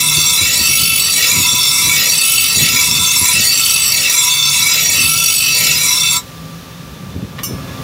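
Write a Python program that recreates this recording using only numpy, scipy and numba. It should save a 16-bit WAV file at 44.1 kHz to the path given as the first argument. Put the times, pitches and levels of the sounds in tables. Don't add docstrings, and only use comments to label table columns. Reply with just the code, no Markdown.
import sys
import numpy as np
from scipy import signal
from scipy.fft import rfft, irfft, next_fast_len
from scipy.io import wavfile
from scipy.ndimage import uniform_filter1d
from numba import njit

SR = 44100
rng = np.random.default_rng(int(sys.argv[2]) if len(sys.argv) > 2 else 0)


def wrap_up_sound(samples):
    columns = np.atleast_2d(samples).T
    tamed = np.clip(columns, -1, 1)
    steps = np.round(tamed * 32767).astype(np.int16)
    wavfile.write(sys.argv[1], SR, steps)


N = 345303
TIME = np.arange(N) / SR


def from_db(db):
    return 10 ** (np.asarray(db) / 20)


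def rms_one(x):
    return x / np.sqrt(np.mean(x ** 2) + 1e-20)


def in_time(rows):
    return np.interp(TIME, *np.transpose(rows))


def drift(rate_hz):
    step = 40
    pole = np.exp(-2 * np.pi * rate_hz * step / SR)
    settling = 2000
    noise = rng.standard_normal(N // step + settling + 2)
    slow = rms_one(signal.lfilter([1], [1, -2 * pole, pole ** 2], noise)[settling:])
    return np.interp(np.arange(N) / step, np.arange(len(slow)), slow)


def colour(x, spectrum):
    hz, db = np.transpose(spectrum)
    size = next_fast_len(N)
    bins_hz = np.maximum(np.fft.rfftfreq(size, 1 / SR), 1)
    gain = from_db(np.interp(np.log(bins_hz), np.log(hz), db))
    return rms_one(irfft(rfft(x, size) * gain, size)[:N])


@njit
def glide(x, cosine, r):
    y = np.zeros(len(x))
    for i in range(2, len(x)):
        driven = (1 - r[i] ** 2) / 2 * (x[i] - x[i - 2])
        ringing = 2 * r[i] * cosine[i] * y[i - 1] - r[i] ** 2 * y[i - 2]
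        y[i] = driven + ringing + 1e-18
    return y


def resonate(x, hz, width_hz, skirt):
    cosine = np.cos(2 * np.pi * hz / SR) * np.ones(N)
    loss = np.pi * width_hz / SR * np.ones(N)
    narrow = glide(x, cosine, 1 - loss)
    return glide(narrow, cosine, 1 / (1 + skirt * loss))


def fade(x, seconds):
    return signal.lfilter([1], [1, -np.exp(-1 / (seconds * SR))], x + 1e-18)


def clicks(events):
    out = np.zeros(N)
    for time_s, db in events:
        out[round(time_s * SR)] += from_db(db)
    return out


def contact_point():
    # (start [s], length [s], point of contact reached [0 tip - 1 heel])
    slides = [(0.0, 0.14, 0.043), (.3, 0.43, 0.868), (.97, 0.48, .07), (1.77, 0.49, .83), (2.42, 0.51, .05),
              (3.141, 0.47, 0.8), (3.83, 0.475, 0.027), (4.5, 0.64, 0.91), (5.31, 0.73, 0.034)]
    turn_s = 0.085
    place = 0.19
    corners = []
    for start, length, reached in slides:
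        corners += [(start, place), (start + length, reached)]
        place = reached
    return uniform_filter1d(in_time(corners), size=round(turn_s * SR))


def wheel_face(pounding_db, keep, grain_db, uneven_db, wander_s):
    wheel_hz = 49.3
    turn = round(SR / wheel_hz)
    shape = (N // turn + 1, turn)
    grains = rng.standard_normal(shape) * from_db(grain_db * rng.standard_normal(shape))
    worn = signal.lfilter([1], [1, -np.clip(keep, 0, .9)], grains, axis=0)
    high_spots = rms_one(uniform_filter1d(rng.standard_normal(turn), size=60, mode="wrap"))
    face = (worn * from_db(uneven_db * high_spots)).ravel()
    passing = (TIME + wander_s * drift(.5)) * SR
    runout = .5 - passing / turn % 1
    grit = face[passing.astype(int) % len(face)]
    return rms_one(grit * from_db(pounding_db * runout))


def pinned_edge(force, place):
    # (from point [0 tip - 1 heel], to point [0 - 1], from [Hz], to [Hz], relative level [dB])
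    pinned = [(0.094, .6, 990, 1516, -39), (0.12, 0.623, 1950, 3160, -27), (0.18, .75, 3210, 4890, -26),
              (0.012, 0.383, 5150, 6300, -25)]
    out = np.zeros(N)
    for first, last, low_hz, high_hz, db in pinned:
        along = np.clip((place - first) / (last - first), 0, 1)
        centre_hz = low_hz + (high_hz - low_hz) * along
        ringing = resonate(force, centre_hz, width_hz=118, skirt=2.9)
        out += from_db(db) * np.sin(np.pi * along) * rms_one(ringing)
    return out


def grinding(skips_per_s, skip_db, skip_s, seat_db, bend_hz, wobble_hz, scratch_db, skirt, waver_db):
    # (frequency [Hz], width [Hz], then eight relative levels [dB]
    blade_modes = [(470, 250, -55, -58, -43, -36.5, -38, -48.5, -58.5, -39),
                   (978, 21, -33.5, -34, -32.5, -47, -41, -44.5, -50, -38),
                   (1155, 110, -36.5, -37, -54, -54, -61, -37, -51.5, -51),
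                   (1325.4, 28, -33, -41, -32, -33.5, -42.5, -37, -35, -29.5),
                   (1889, 58, -54, -51, -35.5, -25.5, -32.5, -34.5, -52, -55),
                   (2126, 64, -39.5, -33, -43, -31.5, -37, -36, -49, -36),
                   (2254, 104, -31, -29, -21.5, -22.5, -27.5, -38, -29.5, -38),
                   (2647, 102, -24, -26, -28.5, -17, -28.5, -18, -22.5, -21),
                   (2900, 160, -58, -37, -54, -26.5, -47.5, -26.5, -24.5, -39),
                   (3496, 52, -16.5, -22.5, -28, -21, -28.5, -30.5, -27.5, -24.5),
                   (3674, 79, -25.5, -25.5, -50, -23, -63, -26, -32, -47),
                   (3934, 87, -26.5, -25, -19.5, -20.5, -23, -27, -26.5, -36),
                   (4510, 130, -22, -32, -29, -22, -22, -19, -23.5, -17),
                   (5020, 41, -46, -27.5, -23.5, -20.5, -38, -28, -29, -22),
                   (5390, 71, -26, -27, -32.5, -21.5, -27, -27, -29, -52),
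                   (5744, 64, -21.5, -24.5, -18.5, -21, -20, -21, -27.5, -11.5),
                   (6270, 60, -23.5, -35, -26, -25, -46, -27, -30.5, -30),
                   (6660, 64, -31.5, -28, -47, -32, -24.5, -55, -27.5, -28),
                   (6860, 107, -34, -28, -23, -20, -24, -53, -28.5, -32),
                   (7470, 68, -25, -25.5, -22, -24, -27, -26, -39, -53),
                   (8010, 93, -31, -24.5, -27, -25, -28, -24.5, -21.5, -18.5),
                   (8870, 130, -30, -32.5, -27, -43, -27.5, -31, -32.5, -19),
                   (9306, 160, -28, -23, -26, -22.5, -25.5, -28.5, -28.5, -36),
                   (9920, 150, -31, -40, -25, -46, -36, -36, -22, -32),
                   (10330, 92, -33.5, -23, -24, -27, -24.5, -24, -20.5, -43),
                   (10780, 110, -36, -53, -39, -33, -36, -30, -32, -33),
                   (11350, 180, -37, -33.5, -27, -40, -37, -49, -32.5, -41),
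                   (11630, 85, -47, -36, -41, -32, -37, -33, -40, -48),
                   (12180, 86, -35, -27.5, -31, -28.5, -27, -31, -29, -34),
                   (13040, 75, -35, -34, -27, -24, -40, -31, -23, -37),
                   (13520, 120, -38, -36, -39, -39, -39, -43, -41, -38),
                   (13900, 90, -41, -34, -41, -44, -30, -40, -41, -45),
                   (14500, 120, -44, -33, -43, -40, -44, -43, -35, -38),
                   (14800, 58, -31, -40, -30, -24.5, -31, -31, -25.5, -27)]
    # (frequency [Hz], relative density [dB per Hz])
    scratch_colour = [(400, -34), (800, -18.5), (1600, -4.5), (2400, 8), (4000, -6), (7000, -13),
                      (10500, -3), (12800, 4.5), (15500, 6)]
    # (time [s], added force over the steady force [dB])
    bounces = [(6.110, 10), (6.138, -7), (6.164, 14)]
    lift_s = 6.172
    grind_db = -12
    free_width_hz = 20

    place = contact_point()
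    touching = TIME < lift_s
    skips = rng.random(N) < skips_per_s / SR
    seating = np.cumsum(skips)
    bites = from_db(skip_db) * skips * np.minimum(rng.exponential(1, N), 3)
    landing = fade(bites + clicks(bounces), skip_s)

    pounding_db = 13 * np.clip(place, 0, 1) ** 3
    steady_force = wheel_face(pounding_db, keep=0.33, grain_db=3.5, uneven_db=0.73, wander_s=.0003)
    force = steady_force * (1 + landing) * touching
    sound = from_db(scratch_db) * colour(force, scratch_colour) + pinned_edge(force, place)

    wobble = wobble_hz * drift(9.7)
    for hz, width_hz, *shape_db in blade_modes:
        coupling = np.interp(place, np.linspace(0, 1, len(shape_db)), from_db(shape_db))
        seat_spread_db = seat_db * min(hz / 5000, 1) ** .5
        seated = rms_one(from_db(seat_spread_db * rng.standard_normal(size=4000)))
        drive = force * seated[seating] * coupling
        bent_hz = hz + bend_hz * (coupling - coupling.mean()) / coupling.max() + wobble
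        damped_hz = np.where(touching, width_hz, free_width_hz)
        ringing = resonate(drive, bent_hz, damped_hz, skirt)
        sound = sound + ringing * np.sqrt(SR / (np.pi * width_hz))

    power = uniform_filter1d(sound[touching] ** 2, size=2000)
    evening_gain = from_db(grind_db + waver_db * drift(6)[touching]) / np.sqrt(power)
    return sound * np.interp(TIME, TIME[touching], evening_gain)


def grinder(rumble_db, rush_db, hiss_db, lumpy_db):
    # (time [s], rumble level before the rumble_db trim [dB])
    rumble_level = [(0.0, -39), (2.57, -41), (2.75, -38.5), (4.47, -44.5), (4.95, -40), (6.32, -41.5),
                    (7.83, -34.5)]
    # (frequency [Hz], relative density [dB per Hz])
    rumble_colour = [(18, -69), (30, -44), (60, -2.5), (123, 0.5), (161, 1.5), (226, -7.5), (268, -6),
                     (297, -11.5), (461, -15.5), (604, -28), (781, -25.5), (900, -22.5), (1170, -43),
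                     (1980, -120)]
    # (time [s], low rush level before the rush_db trim [dB], hiss level before the hiss_db trim [dB])
    air_level = np.array([(6.3, -36, -39), (7.274, -35, -42), (7.638, -29.5, -38), (7.83, -28.5, -36)])
    # (frequency [Hz], relative density [dB per Hz])
    rush_colour = [(250, -13), (420, -7), (560, -6), (800, -10), (1300, -7), (1700, -18), (2600, -12.5),
                   (6000, -55)]
    # (frequency [Hz], relative density [dB per Hz])
    hiss_colour = [(1000, -32), (1700, -8.5), (2200, -15), (3040, -11), (3560, -9), (5060, -13),
                   (5710, -12), (7890, -19.5), (15500, -19.5)]
    # (frequency [Hz], width [Hz], level relative to the low rush [dB])
    motor_tones = [(265.4, 8, -8), (533, 35, -8.5), (1093, 9.8, -16), (1175, 4.7, -6.5), (1690, 13, -14),
                   (3530, 22, -14)]

    lumps_db = lumpy_db * drift(5.4)
    rumble = colour(rng.standard_normal(N), rumble_colour)
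    rumble = rumble * from_db(in_time(rumble_level) + rumble_db + lumps_db)

    rush = colour(rng.standard_normal(N), rush_colour)
    tones = np.zeros(N)
    for hz, width_hz, db in motor_tones:
        tone = resonate(rng.standard_normal(N), hz, width_hz, skirt=1)
        tones += from_db(db) * rms_one(tone)
    low_air = (rush + tones) * from_db(in_time(air_level[:, :2]) + rush_db)

    hiss = colour(rng.standard_normal(N), hiss_colour)
    hiss = hiss * from_db(in_time(air_level[:, ::2]) + hiss_db)
    return rumble + hiss + low_air


def drone():
    # (start [s], length [s], starting pitch [Hz], level [dB])
    drones = [(-.3, 0.67, 141.7, -30), (4.15, 1.16, 136.1, -35), (5.2, 2.46, 139.2, -36.5)]
    climb_hz_per_s, fade_s, width_hz = 19.6, 0.23, 8
    out = np.zeros(N)
    for start, length, hz, db in drones:
        age = np.clip(TIME - start, 0, length)
        swell = np.minimum(np.minimum(age, length - age) / fade_s, 1)
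        tone = resonate(rng.standard_normal(N), hz + climb_hz_per_s * age, width_hz, skirt=1)
        out += from_db(db) * swell * rms_one(tone)
    return out


def gusts(rise_s, fall_s, flutter_db, level_db):
    # (start [s], length [s], level before the level_db trim [dB])
    puffs = [(0.168, 0.019, -19.5), (0.405, 0.029, -19), (.59, 0.038, -21), (0.689, 0.018, -17),
             (.79, .055, -24), (0.906, 0.02, -23), (1.318, 0.1, -21.5), (1.524, 0.019, -20),
             (1.847, 0.043, -19.5), (2.552, .1, -21), (2.73, 0.029, -17.5), (2.876, 0.14, -22.5),
             (3.209, 0.025, -15), (3.336, 0.069, -21), (4.978, 0.081, -21.5), (5.152, 0.019, -23),
             (7.132, 0.14, -20.5), (7.49, 0.057, -19)]
    swell = np.zeros(N)
    for start, length, db in puffs:
        age = TIME - start
        rise = np.clip(age / rise_s, 0, 1)
        fall = np.exp(-np.maximum(age - length, 0) / fall_s)
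        swell += from_db(db) * rise * fall
    # (frequency [Hz], relative density [dB per Hz])
    puff_colour = [(30, -35), (55, -16), (80, 4.5), (170, 1.5), (300, -6.5), (500, -16), (900, -35), (3000, -63)]
    air = colour(rng.standard_normal(N), puff_colour)
    return from_db(level_db + flutter_db * drift(28)) * swell * air


def strike(events, modes, crack_db, crack_s, crack_hz):
    blows = clicks(events)
    crack_colour = [(crack_hz / 8, -15), (crack_hz / 3, 0), (crack_hz, -2), (2 * crack_hz, -18)]
    crack = colour(rng.standard_normal(N), crack_colour)
    out = from_db(crack_db) * fade(blows, crack_s) * crack
    for k, (hz, db, t60_s) in enumerate(modes):
        r = from_db(-60 / (t60_s * SR))
        w = 2 * np.pi * hz / SR
        ringing = signal.lfilter([0, np.sin(w)], [1, -2 * r * np.cos(w), r * r], blows + 1e-18)
        out += (-1) ** k * from_db(db) * ringing
    return out


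def workshop(x):
    t60_s, first_echo_s = 0.086, .004
    t = TIME[:SR // 2]
    tail = rng.standard_normal(len(t)) * from_db(-60 * t / t60_s) * (t > first_echo_s)
    return signal.fftconvolve(x, tail / np.sqrt(np.sum(tail ** 2)))[:N]


def scene():
    # (time [s], relative level [dB])
    knocks = [(7.384, -26), (7.389, -19)]
    # (frequency [Hz], relative level [dB], decay by 60 dB [s])
    knock_modes = [(1130, -3, 0.037), (1470, -11, .03), (1870, 0, 0.038), (2330, -8, .02),
                   (2890, -4, 0.031), (3450, -16, .02), (4100, -15, .025)]
    # (time [s], relative level [dB])
    clinks = [(7.433, -20.5), (7.438, -36)]
    # (frequency [Hz], relative level [dB], decay by 60 dB [s])
    clink_modes = [(1136, -2, 0.037), (2275, -20, 0.6), (2833, -9, 0.18), (2985, -8, .2),
                   (5340, -7.5, 0.55), (5670, -3, 0.2), (5805, -6, .14), (5370, -6, 0.2), (6160, -9, .12),
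                   (5990, -7, 0.34), (6620, -11, .24), (7400, -6, .15), (8900, -10, .12), (9205, -9, 0.38),
                   (10040, -5, 0.21), (11710, -1, 0.17), (12150, -7, .14), (13060, -1.5, 0.39),
                   (13560, -10, 0.27), (15110, -15, .25), (15530, -8, .14)]

    blade = grinding(skips_per_s=45, skip_db=-0.5, skip_s=0.00064, seat_db=3.0, bend_hz=59,
                     wobble_hz=7.6, scratch_db=-27.0, skirt=4.57, waver_db=0.6)
    knock = strike(knocks, knock_modes, crack_db=-5.0, crack_s=0.0031, crack_hz=3800)
    clink = strike(clinks, clink_modes, crack_db=-4, crack_s=0.0088, crack_hz=13200)
    blows = from_db(-1.5) * (knock + clink)
    blade_to_room_db = -9.5
    reflected = workshop(from_db(blade_to_room_db) * blade + blows)
    steady = grinder(rumble_db=6.5, rush_db=-5.5, hiss_db=1, lumpy_db=1.45) + drone()
    wind = gusts(rise_s=0.0071, fall_s=0.011, flutter_db=3.0, level_db=-4.5)
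    return (blade + blows + reflected + steady + wind)[None]


def record(dry):
    bass_hz, ceiling, top_hz = 45, .98, 15750
    high_pass = signal.butter(4, bass_hz, "high", fs=SR, output="sos")
    thinned = signal.sosfilt(high_pass, dry)
    rounded = thinned / (1 + (thinned / ceiling) ** 8) ** (1 / 8)
    low_pass = signal.ellip(14, .1, 95, top_hz, fs=SR, output="sos")
    return signal.sosfilt(low_pass, rounded)


dry = scene()
out = record(dry)
wrap_up_sound(out)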